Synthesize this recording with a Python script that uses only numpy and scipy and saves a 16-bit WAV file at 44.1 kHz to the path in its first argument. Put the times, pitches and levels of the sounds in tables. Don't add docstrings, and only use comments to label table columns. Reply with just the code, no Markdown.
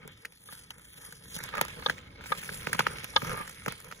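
import sys
import numpy as np
from scipy import signal
from scipy.fft import rfft, irfft
from scipy.io import wavfile
from scipy.ndimage import uniform_filter1d

SR = 44100
rng = np.random.default_rng(int(sys.argv[2]) if len(sys.argv) > 2 else 0)


def inscribe(sig):
    pcm = np.round(np.clip(np.atleast_2d(sig).T, -1, 1) * 32767)
    wavfile.write(sys.argv[1], SR, pcm.astype(np.int16))


def voltage_ratio(decibels):
    exponent = np.asarray(decibels, float) / 20
    return 10 ** exponent


N = 176400
FREQS = np.fft.rfftfreq(N, 1 / SR)

# [f/Hz, level/dB]
WIND_COLOUR = [(20, -11), (55, 5.5), (130, 5.5), (190, -0.5), (300, -5.5), (500, -14), (1500, -45),
               (16000, -62)]
# [t/s, peak level/dB]
LUMPS = [(0.052, -39), (0.523, -41.5), (0.978, -46), (1.083, -42.5), (1.22, -56), (1.362, -31.5),
         (1.438, -48), (1.512, -47), (1.609, -45), (1.799, -47), (1.877, -31), (1.932, -37.5), (2.079, -48),
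         (2.304, -33), (2.512, -37), (2.669, -34), (2.746, -27.5), (2.792, -24.5), (2.869, -31),
         (2.955, -37), (3.033, -33), (3.094, -45), (3.164, -53), (3.225, -23), (3.401, -30), (3.674, -21)]
# [t/s, peak level/dB, ring f/Hz, bending wave level/dB, crack level/dB]
LANDINGS = [
    (0.249, -30.5, 1690, -13, -13),
    (0.253, -32, 1915, -15, -2.5),
    (2.67, -26.5, 1610, 4, -10.5),
    (2.867, -17, 1260, -4.5, -22.5),
    (3.913, -37, 1330, -12, -9),
    (3.923, -33.5, 1350, -7, -12),
]
# [t/s, length/s, level/dB]
DRAGS = [
    (0.974, 0.14, -57.5),
    (1.527, 0.077, -37),
    (3.225, 0.26, -44),
]
# [t/s, level/dB]
HISS_LEVEL = [(0, -76), (.2, -67), (.4, -66.5), (.54, -51.5), (.7, -67.5), (.92, -59), (1.05, -51),
              (1.2, -64.5), (1.36, -48.5), (1.5, -64.5), (1.9, -54), (2.05, -77), (2.2, -76), (2.27, -49.5),
              (2.6, -52), (3.1, -57), (3.3, -50), (3.6, -59), (4, -62)]
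# [t/s, level/dB]
SCRAPE_LEVEL = [(0, -56.5), (.12, -55), (.4, -75.5), (.54, -59.5), (.9, -65), (1.02, -58), (1.25, -60),
                (1.4, -47), (1.85, -48.5), (2.15, -53.5), (2.55, -48), (2.8, -43), (3.15, -51.5),
                (3.3, -39), (3.56, -59), (3.7, -44), (3.8, -57), (4, -58)]
# [f/Hz, level/dB]
HISS_COLOUR = [(500, -16), (2000, -1.5), (4500, -3), (7000, -6.5), (9500, 2.5), (13200, -13), (15000, -8),
               (16500, -43)]
# [f/Hz, level/dB]
SCRAPE_COLOUR = [(100, -6.5), (170, 7.5), (280, -16), (450, 1), (750, -12.5), (1250, -3.5), (3500, -10),
                 (11000, -38)]
# [f/Hz, damping (t60/s = 9.9 / damping), level/dB]
ICE_RING = [(1100, 80, 36.5), (1600, 550, 22), (2200, 280, 39)]
# [t/s, peak level/dB, ring f/Hz, crack level/dB]
CATCHES = [(1.403, -30.5, 1690, -14), (1.488, -31.5, 1250, -4), (1.552, -23.5, 1290, -4),
           (1.571, -29, 1770, -2), (1.745, -46, 3340, -9), (1.886, -24, 1620, -31),
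           (1.981, -36.5, 1880, -6), (2.209, -34, 1500, -14), (2.239, -31, 1520, -6),
           (2.258, -30, 1490, -8), (2.396, -41.5, 1670, -9), (2.429, -28, 1520, -23), (2.535, -32, 1630, 7),
           (2.596, -46.5, 1660, -9), (2.959, -41, 2180, -9), (2.984, -29, 2140, -5),
           (3.247, -29, 1220, -18), (3.278, -28, 1200, -15), (3.294, -26, 1220, -3),
           (3.316, -24.5, 1200, -14), (3.33, -27.5, 1220, -27), (3.344, -29, 1240, -26),
           (3.362, -35, 1270, -9), (3.381, -30.5, 1330, -14), (3.476, -32, 1320, -1),
           (3.62, -40, 1430, -12)]
# [t/s, peak level/dB, ring f/Hz]
CHIPS = [(0.322, -52.5, 2520), (0.782, -51.5, 1370), (0.795, -55, 1290), (0.977, -55, 1570),
         (1.388, -39, 1670), (1.65, -37, 1090), (1.682, -41.5, 1590), (1.796, -50.5, 1280),
         (2.409, -58, 1550), (3.494, -43.5, 1280), (3.802, -47.5, 2160), (3.844, -49.5, 1126)]
# [t/s, peak level/dB, ring f/Hz, bending wave level/dB, crack level/dB]
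BLOWS = [(0.076, -43.5, 1480, -0.5, 4.5), (0.525, -50.5, 1600, 10, 12.5), (0.705, -35, 2910, -28, -4),
         (1.124, -39, 1570, -13, 2.5), (1.364, -35, 2950, -7, 4), (1.437, -37, 1610, -25, 5.5),
         (1.58, -36.5, 1210, 6.5, 2.5), (1.612, -21.5, 932, 1, 4), (1.897, -19, 1635, -3.5, -17),
         (2.491, -27, 1600, -9, -42), (2.73, -22.5, 1640, -14, 3.5), (2.748, -30.5, 1070, -0.5, -6),
         (2.792, -13, 1525, -3.5, -17), (2.805, -20, 1200, -17, -43), (3.043, -35, 2600, -2, 5),
         (3.219, -31, 1200, -6, -32), (3.661, -34.5, 1640, 7, 3.5), (3.681, -30, 1140, -2, -2),
         (3.722, -36, 1425, -6, 2.5)]
# [t/s, peak level/dB, upper ring level/dB]
STICK_HITS = [
    (0.488, -41, -8),
    (1.538, -29.5, -6),
    (1.824, -35, -8),
    (1.861, -16, 4.5),
    (2.32, -19.5, -10.5),
    (3.137, -41, 1),
    (3.162, -9.5, 1.5),
]
# [f/Hz, level/dB, t60/s]
STICK_MODES = [(540, -14, .04), (950, -9, .02), (1200, 1.5, .036), (1640, -2, .022), (2170, -7, .025),
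               (3050, -10, .022), (3560, -1, .024), (3850, -5, .02), (4320, -12, .02)]
# [f/Hz, level/dB]
BEND_COLOUR = [(40, -48), (130, -1), (250, 2), (500, 2.5), (1000, -1), (2500, 2.5), (8000, -113)]
# [f/Hz, half turns]
TWIST_NEAR = [(150, 0), (300, 1), (510, 2), (680, 3), (900, 4), (1130, 5), (1270, 6), (1450, 6.3),
              (1750, 6), (2050, 6.6), (2500, 7), (2900, 7), (3300, 8), (4000, 9), (4700, 9.1), (6300, 10),
              (6900, 10), (7800, 9), (8800, 9), (10500, 8), (11800, 8), (12800, 7), (14000, 7), (15000, 6)]
# [f/Hz, half turns]
TWIST_FAR = [(150, 0), (300, 1), (510, 2), (680, 3), (900, 4), (1130, 5), (1270, 6), (2300, 6.05),
             (3000, 6.35), (3700, 7), (4500, 7.7), (6300, 8), (6900, 8), (7800, 7), (8800, 7), (10500, 6),
             (11800, 6), (12800, 5), (14000, 5), (15000, 4)]
# [f/Hz, half turns]
SWAY = [(1000, 0), (1500, .2), (6500, .2), (8000, .05)]
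# [f/Hz, level/dB]
LEAN = [(250, 0), (620, -6), (1200, -2), (2500, -4), (3300, -1), (4500, -4), (6000, -11), (7200, 0)]
# [t/s, share of the lean]
ASIDE = [(0, -0.072), (1.2, -0.025), (1.45, 0.95), (2.4, 0.43), (2.8, 0.64), (4, 0.99)]
# [f/Hz, level/dB]
SCATTER = [(120, -30), (600, -6), (1200, -7), (2600, -2), (5000, -1), (6800, -5), (8200, -11), (16000, -8)]
# [f/Hz, level/dB]
BAND_LIMIT = [(15700, 0), (15950, -32), (16900, -36), (17200, -90)]

SPREAD = 0.14
NEAR_S = 1.4
CONTACT_S = .0013
SLIP_DB = 2.0
CHIP_BEND_DB = -5.5


def evened(x):
    return x / np.sqrt(np.mean(x ** 2) + 1e-20)


def peaked(x):
    return x / np.abs(x).max()


def read(points, hz):
    f, value = np.transpose(points)
    return np.interp(np.log(hz + 1), np.log(f + 1), value)


def curve(points):
    return voltage_ratio(np.interp(np.arange(N) / SR, *np.transpose(points)))


def equalised(x, points):
    return irfft(rfft(x) * voltage_ratio(read(points, FREQS)), N)


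def colour(x, points):
    return evened(equalised(x, points))


def wobble(rate_hz, depth_db):
    lowpass = signal.butter(2, rate_hz, fs=SR, output="sos")
    return voltage_ratio(depth_db * evened(signal.sosfilt(lowpass, rng.standard_normal(N))))


def grit(per_s, spread_db, smooth):
    size = voltage_ratio(spread_db * np.minimum(rng.exponential(1, N), 4))
    slips = size * (rng.random(N) < per_s / SR) * rng.standard_normal(N)
    return evened(slips) + smooth * rng.standard_normal(N)


def patches(shape, bins, frames):
    across = uniform_filter1d(rng.standard_normal(shape), bins, 0)
    return evened(uniform_filter1d(across, frames, 1))


def patchy(x):
    z = signal.stft(x, SR, nperseg=512)[2]
    gain = voltage_ratio(3.2 * patches(z.shape, bins=24, frames=14))
    return evened(signal.istft(z * gain, SR, nperseg=512)[1][:N])


def decay(t, t60):
    return voltage_ratio(-60 * t / t60)


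def ring(t, hz, t60):
    return decay(t, t60) * np.sin(2 * np.pi * hz * t)


def band(x, order, low_hz, high_hz):
    return signal.lfilter(*signal.butter(order, [low_hz, high_hz], "band", fs=SR), x)


def add(mix, s, sound):
    part = mix[round(s * SR):][:len(sound)]
    part += sound[:len(part)]


def bend(x):
    hz = np.fft.rfftfreq(len(x), 1 / SR)
    delay = np.exp(-4j * np.pi * SPREAD * (np.sqrt(hz) - hz / 140))
    return irfft(rfft(x) * voltage_ratio(read(BEND_COLOUR, hz)) * delay, len(x))


def blow(db, hz, bend_db, crack_db):
    t, noise = np.arange(4096) / SR, rng.standard_normal(4096)
    ring_t60, crack_t60, tail_t60 = .011, .006, .055
    rise = np.minimum(t / CONTACT_S, 1) ** 2
    rings = ring(t, hz, ring_t60) + .4 * ring(t, hz * 1.37, ring_t60)
    rings = rise * (rings + .3 * ring(t, hz * 2.3, ring_t60 / 2))
    crack = rise * band(noise, 1, 6500, 13000) * decay(t, crack_t60)
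    tail = rise * band(noise[::-1], 1, 800, 3000) * decay(t, tail_t60)
    sound = peaked(rings) + voltage_ratio(crack_db) * peaked(crack)
    sound += voltage_ratio(-5 + 0.29 * crack_db) * peaked(tail)
    sound += voltage_ratio(bend_db) * peaked(bend(t == 0))
    return voltage_ratio(db) * sound


def stick(db, upper_db):
    t = np.arange(4096) / SR
    modes = sum(voltage_ratio(d + upper_db * (hz > 2500)) * ring(t, hz, t60) for hz, d, t60 in STICK_MODES)
    rattle = rng.standard_normal(4096) * np.minimum(t / CONTACT_S, 1) * decay(t, .03)
    strike = 11 * (np.arange(len(t)) == 40)
    contact = band(rattle + strike, 2, 450, 5000)
    shaft = signal.fftconvolve(modes, contact)[:len(t)]
    return voltage_ratio(db) * (peaked(shaft) + voltage_ratio(-27.0) * peaked(bend(t == 0)))


def wind():
    load = evened(curve(SCRAPE_LEVEL)) ** 0.59
    common = colour(rng.standard_normal(N), WIND_COLOUR)
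    opposed = np.array([[1], [-1]]) * colour(rng.standard_normal(N), WIND_COLOUR)
    gusts = wobble(4.9, depth_db=2.5)
    return voltage_ratio(-54) * load * (common + voltage_ratio(-25.0) * opposed) * gusts


def thuds():
    out, t = np.zeros(N), np.arange(4096) / SR
    push = t * np.exp(-t / 0.00083)
    for s, db in LUMPS:
        add(out, s, voltage_ratio(db - 5) * peaked(bend(push)))
    return out


def landings():
    out = np.zeros(N)
    for s, *row in LANDINGS:
        add(out, s, blow(*row))
    return voltage_ratio(3.5) * out


def drags():
    t, level = np.arange(2048) / SR, np.zeros(N)
    for s, length, db in DRAGS:
        swell = np.sin(np.linspace(0, np.pi, round(length * SR))) ** 0.81
        add(level, s, voltage_ratio(db) * swell)
    shaft = sum(voltage_ratio(d - 19.0 * (hz > 2500)) * ring(t, hz, t60) for hz, d, t60 in STICK_MODES[1:])
    slips = grit(620, SLIP_DB, smooth=0.17)
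    return level * wobble(37, SLIP_DB) * evened(signal.oaconvolve(slips, shaft)[:N])


def blades():
    spray = patchy(colour(grit(3300, 2.3, smooth=0.84), HISS_COLOUR))
    hiss = spray * wobble(53.0, 2.6) * curve(HISS_LEVEL)
    slips = grit(800, SLIP_DB, smooth=2.14)
    t = np.arange(2048) / SR
    modes = sum(voltage_ratio(db) * ring(t, hz, 9.9 / damping) * damping for hz, damping, db in ICE_RING)
    rung = evened(signal.oaconvolve(slips, modes)[:N])
    bent = irfft(rfft(slips) * np.exp(-4j * np.pi * SPREAD * np.sqrt(FREQS)), N)
    body = patchy(colour(bent, SCRAPE_COLOUR))
    scrape = (body + voltage_ratio(-10.5) * rung) * wobble(32.0, SLIP_DB) * curve(SCRAPE_LEVEL)
    return voltage_ratio(4) * hiss + scrape


def knocks():
    out = np.zeros(N)
    for s, db, hz, crack_db in CATCHES:
        add(out, s, blow(db - 8, hz, CHIP_BEND_DB, crack_db))
    for s, db, hz in CHIPS:
        add(out, s, blow(db, hz, CHIP_BEND_DB, crack_db=6.5))
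    for s, *row in BLOWS:
        add(out, s, blow(*row))
    for s, *row in STICK_HITS:
        add(out, s, stick(*row))
    return voltage_ratio(5.5) * out


def ports(x, twist):
    hz, s, z = signal.stft(x, SR, nperseg=2048, noverlap=1536)
    sway = np.outer(read(SWAY, hz), .5 + .5 * (s > NEAR_S)) * patches(z.shape, bins=50, frames=16)
    turns = np.interp(hz, *np.transpose(twist))[:, None] + sway
    lean_db = np.outer(read(LEAN, hz), np.interp(s, *np.transpose(ASIDE)))
    half = np.exp(.5j * np.pi * turns) * voltage_ratio(lean_db / 2)
    pair = signal.istft(z * np.array([half, 1 / half]), SR, nperseg=2048, noverlap=1536)[1][:, :N]
    hz, s, z = signal.stft(x, SR, nperseg=128)
    z = z * voltage_ratio(-7 * (s < NEAR_S))
    z = z * np.exp(2j * np.pi * rng.random((2, *z.shape)))
    scattered = signal.istft(z, SR, nperseg=128)[1][:, :N]
    return pair + equalised(scattered, SCATTER)


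def masked(x):
    hz, s, z = signal.stft([x[0] + x[1], x[0] - x[1]], SR, nperseg=2048)
    power = (abs(z[:, :1024].reshape(2, 64, 16, -1)) ** 2).sum(2)
    power = uniform_filter1d(power, size=2, axis=1)
    sway = uniform_filter1d(rng.standard_normal(power.shape[1:]), size=4, axis=1)
    sway = evened(uniform_filter1d(sway, size=12, axis=0))
    near = np.outer(hz[:1024:16] < 7000, s > NEAR_S)
    margin_db = -10 + 5 * sway - 6 * near
    keep = power > voltage_ratio(2 * margin_db) * power[::-1]
    top = power[:, 8:].sum((0, 1))
    blow_frame = top > voltage_ratio(4) * uniform_filter1d(top, size=5)
    keep = keep | blow_frame | (power > power[::-1])
    z[:, 96:1024] *= np.repeat(keep, 16, axis=1)[:, 96:]
    mid, side = signal.istft(z, SR, nperseg=2048)[1][:, :N] / 2
    return np.array([mid + side, mid - side])


def scene():
    near = thuds() + drags() + blades() + knocks()
    return wind() + ports(landings(), TWIST_FAR) + ports(near, TWIST_NEAR)


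def roll_off(x):
    return signal.sosfilt(signal.butter(12, 17150, fs=SR, output="sos"), x)


def record(dry):
    heard = masked(equalised(dry, BAND_LIMIT))
    return roll_off(heard)


dry = scene()
out = record(dry)
inscribe(out)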